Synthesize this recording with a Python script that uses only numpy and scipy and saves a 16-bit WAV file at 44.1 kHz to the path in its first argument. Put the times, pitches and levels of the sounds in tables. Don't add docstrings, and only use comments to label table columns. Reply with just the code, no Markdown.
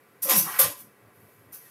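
import sys
import numpy as np
from scipy import signal
from scipy.io import wavfile
from scipy.ndimage import uniform_filter1d

SR = 44100
rng = np.random.default_rng(int(sys.argv[2]) if len(sys.argv) > 2 else 0)


def unload_wav(signal):
    wavfile.write(
        sys.argv[1],
        SR,
        np.round(np.clip(np.atleast_2d(signal).T, -1, 1) * 32767).astype(np.int16),
    )


N = 74970
T = np.arange(N) / SR


# (start [s], rise [s], hold [s], fade [s per 20 dB], fizz [dB], crackle [dB], zip [dB])
RIPS = [(.2185, .008, .008, .06, -22, -43.5, -36), (.228, .05, .004, .03, -45, -39, -44),
        (0.283, .014, .022, .075, -19.8, -22.7, -25.5), (0.344, .017, .03, 0.022, -17.5, -39, -24.5),
        (.405, .03, .138, .1, -38.3, -44, -50), (.586, 0.0086, 0.0067, 0.033, -10.7, -20.8, -39),
        (0.611, .004, 0.044, 0.01, -39, -29.5, -49)]

def rips():
    return sum(kitchen(paper(*burst), SHEET_ROOM_DB) for burst in RIPS)


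# (start [s], rise [s], hold [s], fade [s per 20 dB], fizz [dB], crackle [dB], zip [dB])
RUSTLES = [(0.755, 0.03, 0.02, 0.03, -45, -58, -60), (1.12, .03, .2, 0.21, -64.5, -75.5, -83),
           (1.515, .028, 0.004, .04, -38, -54, -48), (1.597, .025, 0.044, 0.5, -55.5, -62.5, -71)]

def rustles():
    return sum(kitchen(paper(*burst), SHEET_ROOM_DB) for burst in RUSTLES)


# (frequency [Hz], relative density [dB])
FIZZ_SPECTRUM = [(300, -45), (3500, -30), (7500, -18.5), (9000, -11), (10700, -6), (11500, 0),
                 (12800, -2.5), (13500, -8), (14600, -6), (15800, -18)]
CRACKLE_SPECTRUM = [(60, -32), (170, -21), (250, -11), (370, -9), (500, 0), (720, -3.5), (1050, 7),
                    (1450, 1), (2300, 1), (3000, -1.5), (4200, -2.5), (6000, -2), (8500, -2.5),
                    (11000, -8.5), (16000, -20)]

def paper(start_s, rise_s, hold_s, fade_s, fizz_db, crackle_db, zip_db):
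    strain = envelope(start_s, rise_s, hold_s, fade_s)
    fizz = amp(fizz_db) * colour(strain * snaps(), FIZZ_SPECTRUM)
    crackle = amp(crackle_db) * colour(strain * snaps(), CRACKLE_SPECTRUM)
    return fizz + crackle + amp(zip_db) * tear_zip(strain * snaps())


# (frequency [Hz], width [Hz], relative level [dB])
ZIP_RINGS = [(2840, 48, -10), (5060, 100, -8), (5700, 140, 2), (6110, 80, 0), (10470, 140, -2),
             (11650, 400, -1), (15190, 70, 3)]

def tear_zip(x):
    t = T[:4096]
    ring = sum(amp(db) * width_hz * np.exp(-np.pi * width_hz * t) * np.cos(2 * np.pi * hz * t)
               for hz, width_hz, db in ZIP_RINGS)
    return signal.fftconvolve(x, ring / np.linalg.norm(ring))[:N]


def snaps(rate_per_s=8000, spread_db=3.5, clump_db=2.0, clump_s=0.0032):
    size = amp(spread_db * np.minimum(rng.exponential(1, N), 4)) * rng.choice([-1, 1], N)
    clumps = unit(uniform_filter1d(rng.standard_normal(N), int(clump_s * SR)))
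    hits = rng.random(N) < rate_per_s / SR
    return unit(size * hits * amp(clump_db * clumps))


# (time [s], resonance [Hz], level [dB])
SLIDE_PATH = [(.43, 947, -54), (.465, 1080, -38), (.5, 1280, -38), (.535, 1470, -37.5), (.58, 1540, -37.5),
              (.605, 1550, -60)]

def slide(width_hz=1070):
    hz, gain = follow(SLIDE_PATH)
    return gain * unit(resonate(resonate(snaps(), hz, width_hz), hz, width_hz))


# (time [s], level [dB], brightness [dB/octave])
KNOCKS = [(.224, -46, 6), (.252, -23.5, -5), (.281, -17, -6), (.302, -33, 11), (.32, -28, 0),
          (.344, -28, 8), (.36, -24.5, -7), (.395, -33, -6), (.59, -15, -7), (.615, -24.5, -1),
          (.646, -20, -7)]
# (frequency [Hz], relative level [dB], t60 [s])
ROLL_MODES = [(490, -14, .11), (548, 0, .08), (590, -15, .07), (1050, -10, .055), (1165, -11, .065)]

def knocks(rise_s=.011, detune=.01):
    out = np.zeros(N)
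    main_hz = ROLL_MODES[1][0]
    for start_s, db, db_per_octave in KNOCKS:
        t = np.maximum(T - start_s, 0)
        push = np.sin(np.pi / 2 * np.minimum(t / rise_s, 1)) ** 2
        for hz, mode_db, t60_s in ROLL_MODES:
            ring = np.sin(2 * np.pi * hz * (1 + detune * rng.standard_normal()) * t)
            tilt_db = db_per_octave * np.log2(hz / main_hz)
            out += push * amp(db + mode_db + tilt_db - 60 * t / t60_s) * ring
    return out


# (time [s], pitch [Hz], level [dB])
GROAN_PATH = [(.295, 370, -58), (.32, 275, -43), (.35, 225, -37.5), (.385, 174, -34), (.42, 167, -42),
              (.468, 163, -46), (.483, 161, -68)]

def groan():
    hz, gain = follow(GROAN_PATH)
    return gain * judder(hz, rough=.42, width_hz=65)


# (start [s], rise [s], hold [s], fade [s per 20 dB], pitch [Hz], level [dB])
RUMBLES = [(.232, .025, .015, .04, 185, -55), (.238, .018, .02, .03, 310, -49),
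           (.29, .03, .04, .06, 330, -46), (.4, .04, .075, .03, 332, -51),
           (.525, .015, .015, .03, 210, -54), (.607, .025, .04, .045, 150, -46.5),
           (.635, .015, .03, .04, 105, -50), (.655, .02, .03, .04, 300, -51)]

def rumble():
    return sum(amp(db) * envelope(*shape) * judder(hz, rough=.5, width_hz=80)
               for *shape, hz, db in RUMBLES)


# (start [s], length [s], pitch [Hz], level [dB])
SQUEAKS = [(.452, .05, 1080, -37), (.45, .07, 807, -47), (.66, .055, 550, -45), (.69, .085, 1030, -51),
           (1.502, .03, 1990, -66.5), (1.615, 0.085, 1890, -63)]

def squeaks():
    return sum(rub(*squeak) for squeak in SQUEAKS)


# (start [s], rise [s], hold [s], fade [s per 20 dB], level [dB])
STEPS = [(.98, .03, 0.084, .06, -59), (1.148, .03, 0.066, .1, -59.5), (1.351, 0.043, 0.12, .1, -62)]
# (frequency [Hz], relative density [dB])
STEP_SPECTRUM = [(40, -25), (75, -19), (105, 3), (150, -9), (250, -9), (500, -15.5), (1500, -26.5),
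                 (6000, -51)]

def steps():
    scuff = colour(rng.standard_normal(N), STEP_SPECTRUM)
    return scuff * sum(amp(db) * envelope(*shape) for *shape, db in STEPS)


# (start [s], length [s], pitch [Hz], level [dB])
SHUFFLES = [(.78, .14, 215, -57), (1.07, .05, 560, -62), (1.26, .05, 560, -63), (1.475, .065, 270, -58)]

def shuffles():
    return sum(rub(*shuffle) for shuffle in SHUFFLES)


# (frequency [Hz], relative density [dB])
ROOM_TONE_SPECTRUM = [(25, -26), (62, -23), (85, -9), (115, -2), (240, 0), (400, -2), (540, 1), (750, -10),
                      (1100, -5), (2100, -8), (2400, -10), (2900, -18.5), (6500, -26), (9000, -22.5),
                      (11900, -15.5), (16000, -25)]

def room_tone(level_db=-59):
    return amp(level_db) * colour(rng.standard_normal(N), ROOM_TONE_SPECTRUM)


# (frequency [Hz], t60 [s])
KITCHEN_DECAY = [(150, 0.2), (600, .255), (2500, 0.29), (7000, .3), (12000, 0.25), (16000, .23)]
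SHEET_ROOM_DB, ROLL_AND_FEET_ROOM_DB = 0.5, -6

def kitchen(x, room_db, gap_s=.001, echoes_per_s=4000):
    taps = rng.standard_normal(SR // 2) * (rng.random(SR // 2) < echoes_per_s / SR)
    hz, t, bands = signal.stft(taps, SR, nperseg=256)
    decay = amp(-60 * t / read(KITCHEN_DECAY, hz)[:, None])
    tail = signal.istft(bands * decay, SR, nperseg=256)[1]
    tail = np.pad(tail / np.linalg.norm(tail), (int(gap_s * SR), 0))
    return (x + amp(room_db) * signal.fftconvolve(x, tail)[:N]) / np.hypot(1, amp(room_db))


def cabinets(x, count=4, max_delay_s=.007, echo_db=-12.5):
    delays_s = rng.uniform(.2, 1, count) * max_delay_s
    signs = rng.choice([-1, 1], count)
    echoes = sum(sign * np.pad(x, (int(s * SR), 0))[:N] for s, sign in zip(delays_s, signs))
    return (x + amp(echo_db) * echoes) / np.sqrt(1 + count * amp(echo_db) ** 2)


def rub(start_s, length_s, hz, db):
    swell = np.sin(np.pi * np.clip((T - start_s) / length_s, 0, 1))
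    return amp(db) * swell * judder(hz, rough=.75, width_hz=170)


def judder(hz, rough, width_hz):
    tone = unit(np.sin(phase(hz)))
    blur = unit(resonate(resonate(rng.standard_normal(N), hz, width_hz), hz, width_hz))
    return unit((1 - rough) * tone + rough * blur)


def resonate(x, hz, width_hz):
    carrier = np.exp(1j * phase(hz))
    pole = np.exp(-np.pi * width_hz / SR)
    return 2 * (carrier * signal.lfilter([1 - pole], [1, -pole], x / carrier + 1e-18)).real


def colour(x, spectrum):
    log_gain = np.log(amp(read(spectrum, abs(np.fft.fftfreq(4096, 1 / SR)))))
    taps = np.fft.ifft(np.exp(np.conj(signal.hilbert(log_gain)))).real[:2048]
    return signal.fftconvolve(x, taps / np.linalg.norm(taps))[:N]


def envelope(start_s, rise_s, hold_s, fade_s):
    fading_s = np.maximum(T - start_s - rise_s - hold_s, 0)
    return np.clip((T - start_s) / rise_s, 0, 1) * 10 ** (-fading_s / fade_s)


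def follow(path):
    time_s, hz, db = np.transpose(path)
    return np.interp(T, time_s, hz), amp(np.interp(T, time_s, db, left=-120, right=-120))


def read(table, hz):
    table_hz, value = np.transpose(table)
    return np.interp(np.log(hz + 1), np.log(table_hz + 1), value)


def phase(hz):
    return 2 * np.pi * np.cumsum(hz * np.ones(N)) / SR


def amp(db):
    return 10 ** (np.asarray(db) / 20)


def unit(x):
    return x / np.sqrt(np.mean(x ** 2) + 1e-20)


def scene():
    hush = room_tone()
    sheet = rips() + rustles() + kitchen(slide(), SHEET_ROOM_DB)
    sheet_and_hush = cabinets(sheet + hush)
    roll_and_feet = knocks() + groan() + rumble() + steps() + squeaks() + shuffles()
    return (sheet_and_hush + kitchen(roll_and_feet, ROLL_AND_FEET_ROOM_DB))[None]


LOW_CUT_HZ, HIGH_CUT_HZ = 50, 15750

def record(dry):
    highpass = signal.butter(2, LOW_CUT_HZ, "highpass", fs=SR, output="sos")
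    lowpass = signal.firwin(511, HIGH_CUT_HZ, window=("kaiser", 9), fs=SR)
    return signal.oaconvolve(signal.sosfilt(highpass, dry), lowpass[None], "same")


dry = scene()
out = record(dry)
unload_wav(out)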